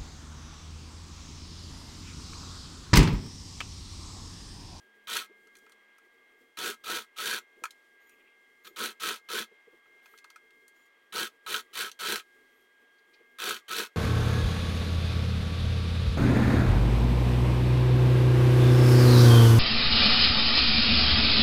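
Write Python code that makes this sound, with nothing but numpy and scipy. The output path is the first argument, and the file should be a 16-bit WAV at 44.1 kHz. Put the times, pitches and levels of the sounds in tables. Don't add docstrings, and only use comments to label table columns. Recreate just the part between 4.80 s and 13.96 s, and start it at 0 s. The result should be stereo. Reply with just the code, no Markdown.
import sys
import numpy as np
from scipy import signal
from scipy.fft import rfft, irfft, next_fast_len
from scipy.io import wavfile
from scipy.ndimage import uniform_filter1d

SR = 44100
rng = np.random.default_rng(int(sys.argv[2]) if len(sys.argv) > 2 else 0)


def generate_wav(signal):
    frames = np.transpose(np.atleast_2d(signal))
    scaled = np.clip(frames, -1, 1) * 32767
    pcm = np.round(scaled).astype(np.int16)
    wavfile.write(sys.argv[1], SR, pcm)


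N = 403955
T = np.arange(N) / SR

# start [s], held [s], stops dead after [s], relative rattle at the start [dB],
# relative rattle at running speed [dB], relative table shake [dB], time of one needle stroke [s].
BURSTS = [(.272, 0.096, 0.2, -45.5, -30, -11.5, .369), (1.772, 0.114, 0.18, -41.5, -32.5, -1.5, 1.785),
          (2.039, 0.1206, 0.215, -46.5, -32, -4, 2.133), (2.362, 0.18, 0.23, -54, -31, -8.5, 2.491),
          (3.847, 0.026, 0.035, -52.5, -41.5, 3, 3.85), (3.961, 0.089, 0.17, -45, -30.5, -1, 4.021),
          (4.199, 0.1, 0.21, -46.5, -30, -4.5, 4.235), (4.488, 0.1, 0.16, -43, -31, -3.5, 4.551),
          (6.324, 0.091, 0.16, -47, -29, -4, 6.416), (6.664, .09, 0.15, -41, -32, -6, 6.743),
          (6.931, 0.1, 0.17, -53.5, -30.5, -8, 7.025), (7.191, 0.14, 0.22, -45.5, -30, -7.5, 7.286),
          (8.586, 0.12, 0.22, -45, -30.5, -4.5, 8.672), (8.882, 0.12, 0.19, -46, -30.5, -5, 8.945)]
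# frequency [Hz], width [Hz], relative level [dB].
HOUSING_MODES = [(955, 69, -5.5), (1103, 32.5, -1), (1304.5, 39.3, 1), (1455, 29, -0.5), (1556, 70, 0.5),
                 (1680, 105, -3.5), (2460, 60, -5), (2600, 74, -7), (3135, 270, -5), (3725, 237, -4.5),
                 (3975, 95, -3.5), (4356, 140, -8), (744.5, 34, -12.5)]
# frequency [Hz], width [Hz], relative level [dB].
TABLE_MODES = [(192, 70, -8.5), (229, 25, 3), (267.5, 62, -0.5), (353, 59.4, 4), (410, 43, 5),
               (470, 60.6, 4)]
# frequency [Hz], relative density [dB per Hz].
GEAR_SPECTRUM = [(350, -51), (600, -18), (823, -26.5), (1080, -12.5), (1530, -26.5), (1830, -7.5),
                 (3730, -8.5), (16000, -20.5)]


def undb(db):
    return 10 ** (np.asarray(db) / 20)


def level(x, db):
    return x * undb(db) / np.sqrt(np.mean(x ** 2))


def noise():
    return rng.standard_normal((2, N))


def highpass(x, order, cut_hz):
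    return signal.sosfilt(signal.butter(order, cut_hz, "high", fs=SR, output="sos"), x)


def play(rows, column, rest=-120.):
    rows = np.array(rows)
    out = np.full(N, rest)
    on = (T >= rows[0, 0]) & (T <= rows[-1, 0])
    out[on] = np.interp(T[on], rows[:, 0], rows[:, column])
    return out


def colour(x, points):
    hz, db = np.transpose(points)
    size = next_fast_len(N)
    log_hz = np.log(np.arange(size // 2 + 1) * SR / size + 1)
    gain = undb(np.interp(log_hz, np.log(hz), db))
    return irfft(rfft(x, size) * gain, size)[..., :N]


def ring(x, modes):
    out = 0
    for k, (hz, width_hz, db) in enumerate(modes):
        r = np.exp(-np.pi * width_hz / SR)
        angle = 2 * np.pi * hz / SR
        gain = (-1) ** k * undb(db) * (1 - r) * np.sin(angle)
        out = out + gain * signal.lfilter([1], [1, -2 * r * np.cos(angle), r * r], x)
    return out


def smear(x, ms):
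    return signal.lfilter([1], [1, -np.exp(-1000 / (ms * SR))], x)


def walk(rate_hz):
    k = int(SR / rate_hz)
    return uniform_filter1d(np.repeat(rng.standard_normal(N // k + 1), k), k)[:N]


def blows(rows, db):
    x = np.zeros(N)
    x[(np.array(rows)[:, 0] * SR).astype(int)] = undb(db)
    return x


def pair(mid, side):
    # frequency [Hz], side minus mid [dB].
    width = [(40, -24), (200, -12.5), (700, -11), (1290, -15), (2380, -8), (4400, -2.5), (8120, 0)]
    return mid + colour(side, width) * np.array([[1], [-1]])


def room():
    # frequency [Hz], relative density [dB per Hz].
    air_spectrum = [(25, -39), (150, -52), (300, -21), (480, -16), (1250, -18), (1750, -17.5), (2000, -17),
                    (2600, -19.5), (3300, -23), (4900, -31), (16000, -41)]
    # frequency [Hz], width [Hz], relative level [dB].
    air_modes = [(1175, 30, -1), (1945, 35, 0), (1992, 30, 1), (2212, 25, -5), (3240, 90, -9)]
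    # frequency [Hz], width [Hz], relative level [dB].
    murmur_modes = [(250, 48, -3.5), (370, 34.3, 5), (419.3, 60, 3.5), (451.8, 33, 7)]
    air = level(colour(noise(), air_spectrum), -70.5)
    top = highpass(air, 2, 3000)
    low_swell = undb(1.3 * walk(11))
    top_swell = undb(1.5 * walk(4.3) + 1.5 * walk(25))
    swelling_air = (air - top) * low_swell + top * top_swell
    bands = level(ring(undb(3 * walk(6.5)) * noise(), air_modes), -74)
    lumps = undb(4 * walk(22)) * noise()
    murmur = level(ring(lumps, murmur_modes), -72.5)
    rumble = level(colour(lumps, [(20, -10.5), (70, -16.5), (150, -21.0)]), -80.5)
    return pair(*(swelling_air + bands + murmur + rumble))


def tone(hz, db, pan_db):
    phase = 2 * np.pi * np.cumsum(hz * (1 + 0.00052 * walk(4.6))) / SR
    return np.sqrt(2) * np.sin(phase) * undb(db + np.array([[pan_db], [-pan_db]]) / 2)


def whines():
    # frequency [Hz], mean level [dB], left minus right [dB].
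    steady_tones = [(1624.6, -66.5, -3), (3250, -81, 0)]
    # time [s], mean level [dB].
    fickle_levels = [(0, -83), (.56, -63), (.72, -68), (1.13, -68.5), (1.19, -76), (1.42, -70),
                     (2.3, -72.5), (2.65, -66.5), (3.1, -74), (3.22, -69), (4.9, -66), (5.03, -73),
                     (5.2, -63), (6.15, -70.5), (6.3, -81), (7.6, -72.5), (8.0, -78.5), (8.27, -77),
                     (8.36, -68.5), (9.16, -75)]
    # time [s], frequency [Hz], level [dB].
    drone_path = [(0.05, 218, -80), (0.316, 204.6, -78.5), (1.15, 214, -85)]
    fickle_hz, fickle_pan_db = 2118.5, -11
    out = sum(tone(hz, db + 2.1 * walk(6.7), pan_db) for hz, db, pan_db in steady_tones)
    out = out + tone(fickle_hz, play(fickle_levels, 1) + 2 * walk(12), fickle_pan_db)
    return out + tone(play(drone_path, 1, rest=140.0), play(drone_path, 2), 0)


def bumps():
    # time [s], relative level [dB].
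    pushes = [(0.492, -54.5), (2.762, -60.5), (2.815, -50), (3.899, -56), (4.711, -56), (8.399, -56.5),
              (4.867, -55.5), (4.929, -53.5)]
    push = smear(smear(blows(pushes, np.array(pushes)[:, 1]), 5.7), 6.5) * noise()
    return undb(-19) * highpass(ring(push, TABLE_MODES[3:6]), 2, 250)


def rustles():
    # start [s], length [s], centre frequency [Hz], level before the swell [dB].
    patches = [(3.138, 0.41, 2440, -71), (8.11, 0.14, 4470, -80), (8.32, 0.32, 2560, -75),
               (8.33, 0.054, 4400, -76)]
    out, grain = 0, undb(8.8 * walk(60)) * noise()
    for start, length, hz, db in patches:
        sos = signal.butter(2, [hz / 1.15, hz * 1.15], "band", fs=SR, output="sos")
        arch = np.sin(np.pi * np.clip((T - start) / length, 0, 1))
        out = out + level(signal.sosfilt(sos, grain), db) * np.sqrt(np.abs(arch))
    return out


def swishes():
    # start [s], length [s], top squeak frequency [Hz], relative squeak level [dB],
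    # relative level of its octave [dB], swish level at its height [dB].
    slides = [(3.2, 0.16, 6850, -77, -75, -79), (3.836, 0.074, 6910, -64, -60, -74),
              (5.218, 0.19, 6600, -90, -77, -69.5), (5.936, 0.15, 7060, -76, -97, -77),
              (7.693, 0.17, 6500, -93, -78, -84)]
    # frequency [Hz], relative density [dB per Hz].
    cloth_spectrum = [(1500, -9), (2800, 4), (6000, -4), (16000, -2.5)]
    squeak_arch, squeak_width_hz = 0.04, 190
    hiss = level(colour(undb(2.4 * walk(90)) * noise(), cloth_spectrum), 0)
    rough = level(uniform_filter1d(noise(), size=int(SR / squeak_width_hz)), 0)
    out = 0
    for start, length, hz, squeak_db, octave_db, swish_db in slides:
        arch = np.sin(np.pi * np.clip((T - start) / length, 0, 1))
        phase = 2 * np.pi * np.cumsum(hz * (1 + squeak_arch * (arch - 1))) / SR
        squeak = rough * (undb(squeak_db) * np.sin(phase) + undb(octave_db) * np.sin(2 * phase))
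        out = out + np.sqrt(np.abs(arch)) * (squeak + undb(swish_db) * hiss)
    return out


def clicks():
    # time [s], relative tick level [dB], knock drive over the tick [dB], tick colour [Hz].
    ticks = [(0.671, -49, -2, 5000), (0.753, -39, -8, 4200), (0.7674, -41.5, -21, 6300),
             (0.786, -46, -18, 6200), (0.864, -46.5, -2, 2900), (0.895, -49, -6, 6500),
             (0.92, -40.5, -14, 3800), (1.1827, -49, -7, 6960), (2.8376, -22.5, 0.5, 5800),
             (2.854, -26.5, 0, 3770), (2.9072, -31.5, -39, 4400), (3.294, -46.5, -10, 7000),
             (5.056, -65.5, 14, 3000), (5.258, -42.5, 1, 4160), (5.3372, -58, 9, 3200),
             (5.376, -39, -26, 4360), (5.386, -37.5, -27, 3600), (5.443, -39, 1, 4060),
             (5.502, -36.5, -17, 3880), (5.5594, -40, 0, 4230), (5.706, -47.5, -25, 3050),
             (5.88, -42.5, -15, 7740), (7.115, -27, -37, 3770)]
    t = np.arange(1500) / SR
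    shape = np.exp(-t / .004) - np.exp(-t / .0002)
    bright = np.zeros((2, N))
    for s, tick_db, _, hz in ticks:
        band = signal.butter(1, [hz / 1.5, min(hz * 1.5, 19000)], "band", fs=SR, output="sos")
        tick = signal.sosfilt(band, shape * rng.standard_normal((2, len(t))))
        bright[:, int(s * SR):][:, :len(t)] += undb(tick_db) * tick
    damped_modes = np.array(HOUSING_MODES[:7]) * [1, 2.1, 1]
    knock_db = np.array(ticks)[:, 1] + np.array(ticks)[:, 2]
    knock = ring(smear(blows(ticks, knock_db), 1.8) * noise(), damped_modes)
    return undb(-6) * bright + undb(23) * highpass(knock, 2, 800)


def pedal():
    full_db, db_per_decade = -30, 49
    spin_up_s, brake_per_s = .04, 7.8
    least_speed = .05
    effort_db, shake_db = np.full(N, -120.), np.zeros(N)
    for start, held, stop, first_db, running_db, shake, _ in BURSTS:
        t = T - start
        first, running = 10 ** ((np.array([first_db, running_db]) - full_db) / db_per_decade)
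        spin_up = running - (running - first) * np.exp(-np.clip(t, 0, held) / spin_up_s)
        speed = spin_up - brake_per_s * np.maximum(t - held, 0)
        on = (t >= 0) & (t < stop)
        effort_db[on] = full_db + db_per_decade * np.log10(np.maximum(speed[on], least_speed))
        shake_db[on] = shake
    return effort_db, shake_db


def strokes():
    cycle_s, fade_s, stroke_db, uneven_db = .0178, 0.0046, -5, 3
    rows = np.array(BURSTS)
    beats = (rows[:, 6:] + cycle_s * np.arange(-8, 8)).clip(0, None)
    starts = rows[:, :1]
    stops = starts + rows[:, 2:3]
    strength_db = stroke_db + uneven_db * rng.standard_normal(beats.shape)
    db = np.where((beats > starts) & (beats < stops), strength_db, -120)
    kicks = np.zeros(N)
    np.add.at(kicks, (beats * SR).astype(int), undb(db))
    return 1 + smear(kicks, 1000 * fade_s)


def scraping():
    hits = rng.random(N) < 700 / SR
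    contacts = hits * undb(np.minimum(4 * rng.exponential(size=N), 8))
    return (level(smear(contacts, .6), 0) + .6) * noise()


def panels():
    rub = scraping()
    out = 0
    for k, mode in enumerate(HOUSING_MODES):
        out = out + ring((-1) ** k * undb(2.13 * walk(14)) * rub, [mode])
    return out


def motor_whir(effort_db, drive):
    target_hz = np.clip(1600 + 35 * (effort_db + 31), 1200, 1750)
    whir_hz = signal.lfilter([.0015], [1, -.9985], target_hz)
    wobble = uniform_filter1d(noise(), size=170)
    whir = level(wobble * np.sin(2 * np.pi * np.cumsum(whir_hz) / SR), 0.4)
    return ring(drive * whir, HOUSING_MODES)


def table_thump(effort_db, shake_db):
    push = undb(1.53 * (effort_db + 29.0) + shake_db) * scraping()
    low = colour(push, [(20, -61), (90, -53.5), (200, -60.5), (400, -108)])
    return undb(-17.0) * ring(push, TABLE_MODES) + low


def clacks():
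    # time [s], relative level [dB].
    needle_hits = [(0.3689, -18), (2.133, -8), (2.386, -22), (2.528, -5), (4.2359, -7), (6.342, -17),
                   (6.743, -0.5), (7.27, -6), (7.398, -15)]
    jolt_db = 25.5
    needle = blows(needle_hits, np.array(needle_hits)[:, 1])
    jolts = blows(BURSTS, np.array(BURSTS)[:, 3] + jolt_db)
    hit = smear(needle + jolts, 0.83) * noise()
    return undb(6.0) * ring(hit, HOUSING_MODES[2:11]) + undb(-11.5) * colour(hit, GEAR_SPECTRUM)


def machine():
    effort_db, shake_db = pedal()
    effort = undb(effort_db)
    coasting = np.maximum(effort, undb(-85) * smear(effort, 21.0))
    drive = uniform_filter1d(coasting, size=200) * strokes() * undb(-1.5)
    rattle = drive * level(panels(), -5.0)
    hiss = drive * level(colour(scraping(), GEAR_SPECTRUM), -4)
    whir = motor_whir(effort_db, drive)
    return rattle + whir + table_thump(effort_db, shake_db) + hiss + clacks()


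def scene():
    near = bumps() + rustles() + swishes() + clicks() + machine()
    tail_n, decay_s = 4000, 0.012
    tail = rng.standard_normal((2, tail_n)) * np.exp(-np.arange(tail_n) / SR / decay_s)
    wet = signal.fftconvolve(near, tail, axes=1)[:, :N]
    return room() + whines() + pair(*(near + undb(-29.5) * wet))


def record(dry):
    top_hz = 15900
    return signal.sosfilt(signal.ellip(10, .2, 70, top_hz, fs=SR, output="sos"), dry)


dry = scene()
out = record(dry)
generate_wav(out)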